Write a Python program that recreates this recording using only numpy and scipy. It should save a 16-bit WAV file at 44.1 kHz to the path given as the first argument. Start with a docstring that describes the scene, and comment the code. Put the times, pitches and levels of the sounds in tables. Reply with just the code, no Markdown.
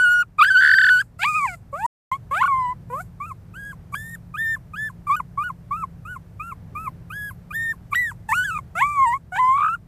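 """A newborn puppy cries close to a small microphone: short arched whimpers and longer wails that crack and flutter.
Each cry is a stack of overtones coloured by throat and muzzle, with rasp, and air hissing through the nose.
The table top and walls answer faintly; a distant machine rumbles and hums indoors under microphone hiss.
Once the sound drops out for a quarter of a second."""
import sys
import numpy as np
from scipy import signal
from scipy.fft import rfft, irfft, next_fast_len
from scipy.io import wavfile
from scipy.ndimage import uniform_filter1d, map_coordinates

SR = 44100
rng = np.random.default_rng(int(sys.argv[2]) if len(sys.argv) > 2 else 0)


def field_ratio(decibels):
    """Amplitude ratio for a level in dB (20 dB per decade); scalars and array-likes work."""
    return 10 ** (np.asarray(decibels, dtype=float) / 20)


def wav_out(sig):
    """Save sig, one row per channel (or a flat mono array), as 16-bit PCM at SR to the path in sys.argv[1]."""
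    wavfile.write(sys.argv[1], SR, np.round(np.clip(np.atleast_2d(sig).T, -1, 1) * 32767).astype(np.int16))


N = 435266

# how well a pitch comes out of the puppy: [f/Hz, level/dB]
CARRY = [(1070, 6), (1200, -1), (1340, -10.5), (1480, -6), (1650, -5.5), (1800, 2.5)]
STALL_DB = -5.5  # the voice thins in a leap between registers


def puppy():
    """The folds give a clean stack of overtones coloured by the throat; rasp and hiss ride along."""
    # wails, yelps and three irregular whimpers, a list of rows for each, before flutter and cracks:
    # [t/s, f/Hz, level/dB]
    cries = [
        [(0.0, 1457, -16.5), (0.032, 1505, -16), (0.056, 1446, -14), (0.21, 1443, -16), (0.224, 1463, -17.5)],
        [(0.387, 1183, -20), (0.399, 1269, -10), (0.406, 1218, -12.5), (0.409, 1128, -11.5), (0.422, 1232, -7),
         (0.428, 1347, -9.5), (0.44, 1508, -14.5), (0.479, 1617, -19.5), (0.489, 1703, -12.5),
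         (0.499, 1653, -22), (0.505, 1514, -13), (0.535, 1566, -20.5), (0.563, 1455, -9.5),
         (0.585, 1546, -13.5), (0.765, 1571, -17), (0.89, 1536, -15), (0.901, 1505, -12.5), (0.981, 1466, -18),
         (1.0, 1544, -21), (1.013, 1683, -19)],
        [(1.194, 658.6, -32.5), (1.222, 747, -28.5), (1.238, 844, -19.5), (1.254, 1133, -20.5),
         (1.296, 1249, -22), (1.338, 1205, -29.5), (1.366, 1269, -18), (1.406, 1162, -24), (1.438, 1128, -20.5),
         (1.458, 1006, -19), (1.478, 820, -32.5), (1.492, 755, -33), (1.548, 677, -39)],
        [(1.73, 556.3, -31), (1.744, 556, -26), (1.782, 710, -33.5), (1.814, 840.7, -27.5), (1.858, 972, -17)],
        [(2.118, 1043, -16.5), (2.162, 1117, -32.5)],
        [(2.313, 533.7, -24), (2.327, 550, -20), (2.348, 621.6, -22), (2.375, 755, -22), (2.401, 876, -25),
         (2.421, 1079, -11.5), (2.451, 1105, -14), (2.483, 1135, -20.5), (2.529, 1067, -19), (2.673, 984, -24),
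         (2.727, 1006, -26.5)],
        [(2.902, 477, -33.5), (2.92, 486, -33.5), (2.936, 509, -25), (2.994, 653, -32.5), (3.008, 738, -29.5),
         (3.02, 745, -42)],
        [(3.926, 1146, -40), (3.934, 1150, -36.5), (3.946, 1158, -20), (3.949, 1192, -43), (3.953, 1588, -27.5),
         (3.98, 1727, -35.5), (4.118, 1853, -40), (4.152, 1805, -33.5)],
        [(5.071, 1162, -27.5), (5.077, 1174, -26.5), (5.093, 1190, -23.5), (5.101, 1076, -16),
         (5.131, 1179, -18.5), (5.155, 1249, -21.5), (5.161, 1348, -43.5), (5.165, 1514, -29.5),
         (5.195, 1430, -36.5), (5.205, 1025, -19.5), (5.209, 994, -36)],
        [(7.917, 1207, -41), (7.933, 1113, -15.5), (7.945, 1334, -36), (7.948, 1400, -19.5), (7.952, 1840, -32),
         (7.956, 1890, -18.5), (8.001, 1999, -21), (8.067, 1845, -25), (8.099, 1666, -31.5),
         (8.111, 1440, -41.5), (8.119, 976.7, -34)],
        [(8.291, 882.5, -24), (8.311, 868, -26.5), (8.321, 911.5, -16), (8.329, 1077, -14.5),
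         (8.349, 1371, -24.5), (8.379, 1454, -19), (8.439, 1514, -25.5), (8.443, 1715, -29), (8.457, 1701, -22),
         (8.467, 1611, -29), (8.505, 1420, -25), (8.511, 1290, -27.5), (8.537, 1308, -26), (8.555, 1217, -27),
         (8.577, 1215, -24), (8.583, 1224, -58), (8.589, 1090, -22.5)],
        [(8.755, 636, -27.5), (8.785, 729, -23), (8.801, 819, -24.5), (8.815, 976, -16.5), (8.827, 1092, -13),
         (8.865, 1170, -22.5), (8.943, 1171, -28.5), (9.0, 1081, -14), (9.043, 1053, -15), (9.07, 923, -17.5),
         (9.125, 967, -21), (9.141, 1064, -19), (9.169, 1115, -29.5)],
        [(9.323, 735, -30.5), (9.347, 739, -28.5), (9.377, 842, -23.5), (9.397, 1020, -16),
         (9.463, 1014, -16.5), (9.523, 1068, -16.5), (9.575, 1156, -19.5), (9.6, 1196, -18.5),
         (9.65, 1289, -21), (9.723, 1345, -23), (9.751, 1434, -23.5)],
    ]
    # one row for each of those: [overtone slope/dB per octave, rasp against voice/dB,
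    # rasp gained under strain/dB, hiss level at the start/dB, hiss level at the end/dB];
    # rasp and hiss before the airflow
    cry_voices = [(-11.5, -37, 5.5, -47.5, -56.5), (-13.5, -31.5, 18.5, -53, -43),
                  (-11, -43.5, 33.5, -38.5, -43.5), (-25, -41, 6, -52, -41.5),
                  (-9.5, -29.5, 7.5, -61, -57.5), (-13, -49, 25, -43, -68), (-18, -42, -1, -52, -44.5),
                  (-12, -41, 12, -50, -52.5), (-11.5, -60, 2, -52.5, -58.5), (-13, -41, 29.5, -46.5, -51),
                  (-10.5, -32.5, -2, -35.5, -50), (-11.5, -51.5, 31.5, -42.5, -54),
                  (-13.5, -44, 26.5, -49.5, -55.5)]
    # short arched whimpers: [start t/s, length/s, time in the low register/s, top f/Hz, level/dB]
    whimpers = [(3.203, .118, .055, 1350, -30.5), (3.54, .195, .001, 1635, -32),
                (4.342, .228, .018, 1810, -25.5), (4.737, .167, .012, 1744, -27),
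                (5.377, .13, .054, 1462, -22.5), (5.711, .132, .052, 1354, -23),
                (6.053, .115, .004, 1476, -28.5), (6.398, .13, .022, 1379, -28.5),
                (6.753, .13, .03, 1306, -27), (7.103, .212, .007, 1665, -29),
                (7.508, .232, .01, 1822, -27.5)]
    # the same five columns as a cry voice, shared by the arched whimpers above
    whimper_voice = (-14, -65.5, 41, -59.5, -57.5)
    strain_per_s = 5.37  # rise of log pitch at which a voice forced upward is fully strained
    voice, sounding, turns, rasp_db, hiss_db = np.zeros((5, N))
    bend, change_db, flips = cracks()
    calls = list(zip(cries, cry_voices))
    calls += [(whimper(*row), whimper_voice) for row in whimpers]
    for rows, (slope_db, under_db, harsh_db, *air_db) in sorted(calls, key=lambda call: call[0][0][0]):
        (start, first_hz, first_db), (end, last_hz, last_db) = rows[0], rows[-1]
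        dying_hz = min(1150, .95 * last_hz)  # the voice sags towards the throat's own note as it dies
        rows = [(start - .006, first_hz, first_db - 35), *rows, (end + 0.013, dying_hz, last_db - 25)]
        s, hz, db = np.transpose(rows)
        span = slice(max(round(s[0] * SR), 0), round(s[-1] * SR))
        t = np.arange(N)[span] / SR
        hz, db = np.interp(t, s, hz), np.interp(t, s, db)
        climb_per_s = uniform_filter1d(np.gradient(np.log(hz), t), size=900)
        strain = np.clip(climb_per_s / strain_per_s, 0, 1)

        hz, db, up = register_flips(t, hz, db)
        strain = np.maximum(strain, up)
        flips[span] = np.maximum(flips[span], 0.42 * up)

        pitch_hz = uniform_filter1d(hz, size=60) * uniform_filter1d(bend[span], size=30)
        pitch_hz = pitch_hz * (1 + .005 * wobble(40, len(t)) + .002 * wobble(400, len(t)))  # quaver and jitter
        phase = 2 * np.pi * np.cumsum(pitch_hz) / SR
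        unsteady = np.maximum(flips[span] + (t > end), leaping(hz, t))
        # the bent pitch comes out stronger or weaker
        cracked_db = along(CARRY, hz * bend[span]) - along(CARRY, hz)
        level_db = db + uniform_filter1d(cracked_db + change_db[span], size=90) + .8 * wobble(60, len(t))
        voice[span] = field_ratio(level_db) * overtones(phase, pitch_hz, slope_db, strain, unsteady, up)

        turns[span] = phase
        sounding[span] = 1
        rasp_db[span.start:] = -90  # no rasp once the voice ends
        strain_db = harsh_db * uniform_filter1d(strain, size=1800)
        rasp_db[span] = uniform_filter1d(db, size=1500) + under_db + strain_db
        hiss_db[max(span.start - 500, 0):] = air_db[1]
        hiss_db[span] = np.interp(t, [start, end], air_db)
    return voice + breath(sounding, turns, flips, rasp_db, hiss_db)


def overtones(phase, pitch_hz, slope_db, strain, unsteady, up):
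    """Eighteen sines tilted by the folds and the throat, brought to rms 1; strain brightens them."""
    # gain of throat and muzzle: [f/Hz, level/dB]
    throat = [(450, -10), (800, -3), (1100, 18), (1500, 5.5), (2000, 5), (2400, 9.5), (2900, -4.5),
              (3500, -6), (4100, -14), (4700, -7), (5600, -11.5), (6500, -6), (7500, 4.5), (9000, 0.5),
              (10200, -1.5), (11500, 3), (13000, 3.5), (15000, 2)]
    order = np.arange(1, 19)[:, None]
    octaves = np.log2(order)
    # higher overtones come and go more
    drift_db = 2.0 * octaves * np.array([wobble(30, len(phase)) for _ in order])
    # a flipped, leaping or dying voice loses its upper overtones
    thinned_db = -14 * ((order > 2) * unsteady + (order == 2) * up)
    tilt_db = (slope_db + 4.5 * strain) * octaves
    # strain gives the second overtone an extra lift; the folds favour it over the third
    tilt_db = tilt_db + 5 * strain * (order == 2) - 2 * (order == 3)
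    gains = field_ratio(tilt_db + along(throat, order * pitch_hz) + drift_db + thinned_db)
    gains = gains * (order * pitch_hz < 14900)
    gains = gains / np.sqrt(np.sum(gains ** 2, axis=0) / 2)
    return np.sum(gains * np.sin(order * phase), axis=0)


def whimper(start, length, low, top_hz, db):
    """Rows (s, Hz, dB) of one arch: climb in the low register, leap, hold, sag, drop."""
    rise_s, quickest_s, haste = .022, .003, .33  # the longer the low register held, the quicker the leap
    sag, sag_s, fall_s, rest_hz = 0.078, .018, .014, 1070  # top sags, then drops to the throat's own note
    leave_hz, climb_hz_per_s = 1249.4, 2900  # the low register climbs until it gives way here
    brief_s, rounder = 0.075, 1.4  # whimpers longer than this hold a flatter top
    drop_db_per_khz, swell_db_per_s = -36, 7  # a long drop spends the breath; a held top grows
    onset_db, onset_s = -7, .004  # a whimper starts soft
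    since = np.arange(0, length, .002)
    rise = max(quickest_s, rise_s - haste * low)
    left = length - fall_s - since
    sagging = sag * np.exp(-np.maximum(left, 0) / sag_s * (length / brief_s) ** rounder)
    unreached = np.exp(-(np.maximum(since - low, 0) / rise) ** 1.4)
    held = top_hz * (1 - sagging) - (top_hz - leave_hz) * unreached
    dropped = np.clip(-left / (fall_s - .004), 0, 1)
    hz = held - climb_hz_per_s * np.maximum(low - since, 0) + dropped * (rest_hz - held)
    hz = hz * (1 + .007 * wobble(35, SR)[np.round(since * SR).astype(int)])  # quaver
    spent_db = drop_db_per_khz * dropped * (top_hz - leave_hz) / 1000
    spent_db = spent_db + swell_db_per_s * since + onset_db * np.exp(-since / onset_s)
    level_db = db + along(CARRY, hz) + STALL_DB * leaping(hz, since) + spent_db
    return list(zip(start + since, hz, level_db))


def leaping(hz, t):
    """0 to 1: how fast the pitch leaps between registers."""
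    return np.minimum(np.abs(np.gradient(np.log(hz), t)) / 25, 1)


def register_flips(t, hz, db):
    """The low register gives way for a moment: pitch (Hz), level (dB) and how far the voice has flipped."""
    # the moments: [from t/s, to t/s, f/Hz, level/dB]
    moments = [(2.429, 2.439, 1440, -16.5), (2.456, 2.478, 1440, -22.5)]
    flipped = np.zeros(len(t))
    for begin, stop, high_hz, high_db in moments:
        up = uniform_filter1d(1. * ((t > begin) & (t < stop)), size=170)
        hz = hz + up * (high_hz - hz)
        db = db + up * (high_db - db) + 4 * STALL_DB * up * (1 - up)  # thins most halfway through the leap
        flipped += up
    return hz, db, flipped


def cracks():
    """Pitch flips up and the folds catch again: pitch ratio, level change (dB) and share of time flipped."""
    # voice cracks: [t/s, length/ms, swell level/dB]
    crack_rows = [(.446, 2, 4.5), (.61, 3, -4.5), (.623, 2.6, 2.5), (.636, 2.1, 3.5), (.649, 3.8, 3),
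                  (.662, 3, 2), (.676, 2.9, 3.5), (.691, 6.2, 0), (.714, 3.9, 2.5), (.737, 7, 1.5),
                  (.785, 4, 2.5), (.811, 6.7, -1), (.839, 8, -1), (.866, 3.7, -1), (.887, 6, -1),
                  (9.36, 2, 4), (9.578, 3.8, 5), (9.601, 4, -11), (9.614, 2.3, -3.5), (9.629, 3, 3),
                  (9.645, 2.4, 6.5), (9.66, 3, -1.5), (9.682, 3, -1)]
    t, bend, change_db, flips = np.arange(N) / SR, np.ones(N), np.zeros(N), np.zeros(N)
    for s, ms, swell_db in crack_rows:
        near = slice(round((s - .01) * SR), round((s + .05) * SR))
        since, end = t[near] - s, ms / 1000
        flipped = (np.tanh(since / .0006) - np.tanh((since - end) / .0004)) / 2
        after = np.clip(since - end, 0, None)
        restart = (since > end) * np.exp(-after / 0.0062)  # restarts low, climbs back
        bend[near] *= 1 + 0.13 * flipped - .09 * restart
        stall = np.exp(-((since - end) / .001 - 1) ** 2)  # the folds stall
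        change_db[near] += swell_db * flipped - rng.uniform(2, 14) * stall
        flips[near] += flipped
    return bend, change_db, flips


def breath(sounding, turns, flips, rasp_db, hiss_db):
    """Air puffs through the folds once a cycle: rasp rings in the mouth, hiss leaves by the nose."""
    # nose hiss, relative: [f/Hz, level/dB per Hz]
    nose = [(3000, -27.5), (5500, -17), (7500, 0), (9500, -2.5), (13000, 2.5), (15000, -13), (16200, -42.5)]
    lingering = signal.lfilter([.0008], [1, .0008 - 1], sounding)  # the breath runs out after the voice
    flow = np.maximum(uniform_filter1d(sounding, size=900) ** 2, 0.39 * lingering)
    opening = sounding * np.exp(30 * (np.cos(turns) - 1))  # one short puff a cycle
    # uneven cycles tear side lines off each overtone
    torn = opening * wobble(350, N) + .12 * rng.standard_normal(N)
    bursts = field_ratio(19 * uniform_filter1d(flips, size=260, origin=100))  # rasp bursts out of the cracks
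    rasp = coloured(torn, lambda hz: mouth_ring(hz) ** 2) * bursts
    puffs = opening * wobble(830, N)  # uneven puffs gather the hiss around the overtones
    hiss = (coloured(puffs, lambda hz: field_ratio(along(nose, hz))) + noise(nose)) / 2
    return flow * (field_ratio(rasp_db) * rasp + field_ratio(hiss_db) * hiss)


def mouth_ring(hz):
    """Complex gain of the air ringing in the mouth, resonances summed with alternating sign."""
    # rings, relative and before squaring: [f/Hz, width/Hz, level/dB]
    rings = [(2400, 1700, 2.5), (3775, 970, 3.5), (4710, 310, -2.5)]
    total = 0
    for k, (centre, width, db) in enumerate(rings):
        damping = 1j * hz * width
        total = total + (-1) ** k * field_ratio(db) * damping / (centre * centre - hz * hz + damping)
    return total


def muzzle(x):
    """Each mouth resonance is lifted or lowered as the puppy moves jaw and head."""
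    # resonances: [f/Hz, half width/Hz]
    mouth_bands = [(2400, 440), (4650, 720), (12500, 3200)]
    # gain of each of those resonances in turn: [t/s, level/dB, level/dB, level/dB]
    moves = [(0, 4.5, -1, -8.5), (.75, 0.5, 17, -4), (1.35, 12, 7.5, -9.5), (2.4, 3, 2.5, -3),
             (4.5, 3, 3, 3), (5.699, -6, -1, 0.5), (6.3, 6, -2, 0.5), (7.3, 6.5, 9, 12.5),
             (8.3, 2.5, 0, -5.5), (8.8, 6, -0.5, -7), (9.7, -4, -3.5, -5)]
    m = next_fast_len(N)
    hz, spectrum = np.fft.rfftfreq(m, 1 / SR), rfft(x, m)
    s, *gains_db = np.transpose(moves)
    out = x
    for (centre, width), db in zip(mouth_bands, gains_db):
        band = irfft(spectrum * np.exp(-((hz - centre) / width) ** 4), m)[:N]
        out = out + (field_ratio(np.interp(np.arange(N) / SR, s, db)) - 1) * band
    return out


def room(x):
    """A short, faint answer of the table top and walls: noise that dies 60 dB in 50 ms."""
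    t = np.arange(SR // 8) / SR
    tail = field_ratio(-60 * t / .05) * uniform_filter1d(rng.standard_normal(len(t)), size=4)
    return signal.fftconvolve(x, tail / np.linalg.norm(tail))[:N]


def machine_hum():
    """Steady tones of the distant machine, each wavering in level and phase."""
    # tones before they waver, at the median background level: [f/Hz, level/dB rms]
    tones = [(50, -55), (101, -53), (171, -50.5)]
    t, total = np.arange(N) / SR, np.zeros(N)
    for hz, db in tones:
        level = field_ratio(db + 2.0 * wobble(4.9, N)) * np.sqrt(2)
        total += level * np.sin(2 * np.pi * hz * t + wobble(2.2, N))
    return total


def microphone_hiss():
    """The microphone's own noise, of rms 1."""
    # relative: [f/Hz, level/dB per Hz]
    hiss_spectrum = [(1500, -7.5), (4000, -4), (9500, -3), (11000, -5), (14500, -2), (16000, -37)]
    return noise(hiss_spectrum)


def indoor_rumble():
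    """Low noise of the machine heard indoors, of rms 1."""
    # relative: [f/Hz, level/dB per Hz]
    indoors = [(12, -49.5), (20, -14), (126, -1.5), (193, -13), (297, -23), (652, -29), (1270, -36),
               (1650, -37.5), (3550, -51), (6000, -54.5), (7800, -84.5), (13200, -120)]
    return noise(indoors)


def background():
    """Rumble, machine hum and microphone hiss; all lie lower near the start and the end."""
    # rumble before it wavers: [t/s, level/dB]
    rumble_course = [(.9, -48.5), (2, -43.5), (8.7, -42.5), (9.2, -46)]
    level_db = np.interp(np.arange(N) / SR, *np.transpose(rumble_course))
    steady = machine_hum() + field_ratio(-72.5) * microphone_hiss()
    rumble = field_ratio(level_db + .8 * wobble(2.5, N)) * indoor_rumble()
    return field_ratio(level_db - np.median(level_db)) * steady + rumble


def along(points, hz):
    """Value at hz between (Hz, value) points on a log axis."""
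    f, v = np.transpose(points)
    return np.interp(np.log(hz + 1), np.log(f + 1), v)


def wobble(rate, n):
    """A smooth random curve, rate knots a second."""
    return map_coordinates(rng.standard_normal(int(n * rate / SR) + 4), [np.arange(n) * rate / SR])


def coloured(x, gain):
    """x times a gain that depends on frequency, brought to rms 1."""
    m = next_fast_len(N)
    y = irfft(rfft(x, m) * gain(np.fft.rfftfreq(m, 1 / SR)), m)[:N]
    return y / y.std()


def noise(spectrum):
    """Coloured noise of rms 1."""
    return coloured(rng.standard_normal(N), lambda hz: field_ratio(along(spectrum, hz)))


def scene():
    """The puppy up close, its faint room answer 24 dB down, and the background."""
    pup = muzzle(puppy())
    return (pup + field_ratio(-24) * room(pup) + background())[None]


def low_pass(x):
    """Removes everything above the highest recorded frequency."""
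    return signal.sosfilt(signal.butter(12, 16490, fs=SR, output="sos"), x)


def record(dry):
    """The sound cuts out abruptly for a quarter of a second."""
    # silence: [from t/s, to t/s]
    dropout = (1.864, 2.1145)
    t = np.arange(N) / SR
    heard = (t < dropout[0]) | (t > dropout[1])
    return low_pass(dry * heard)


dry = scene()
out = record(dry)
wav_out(out)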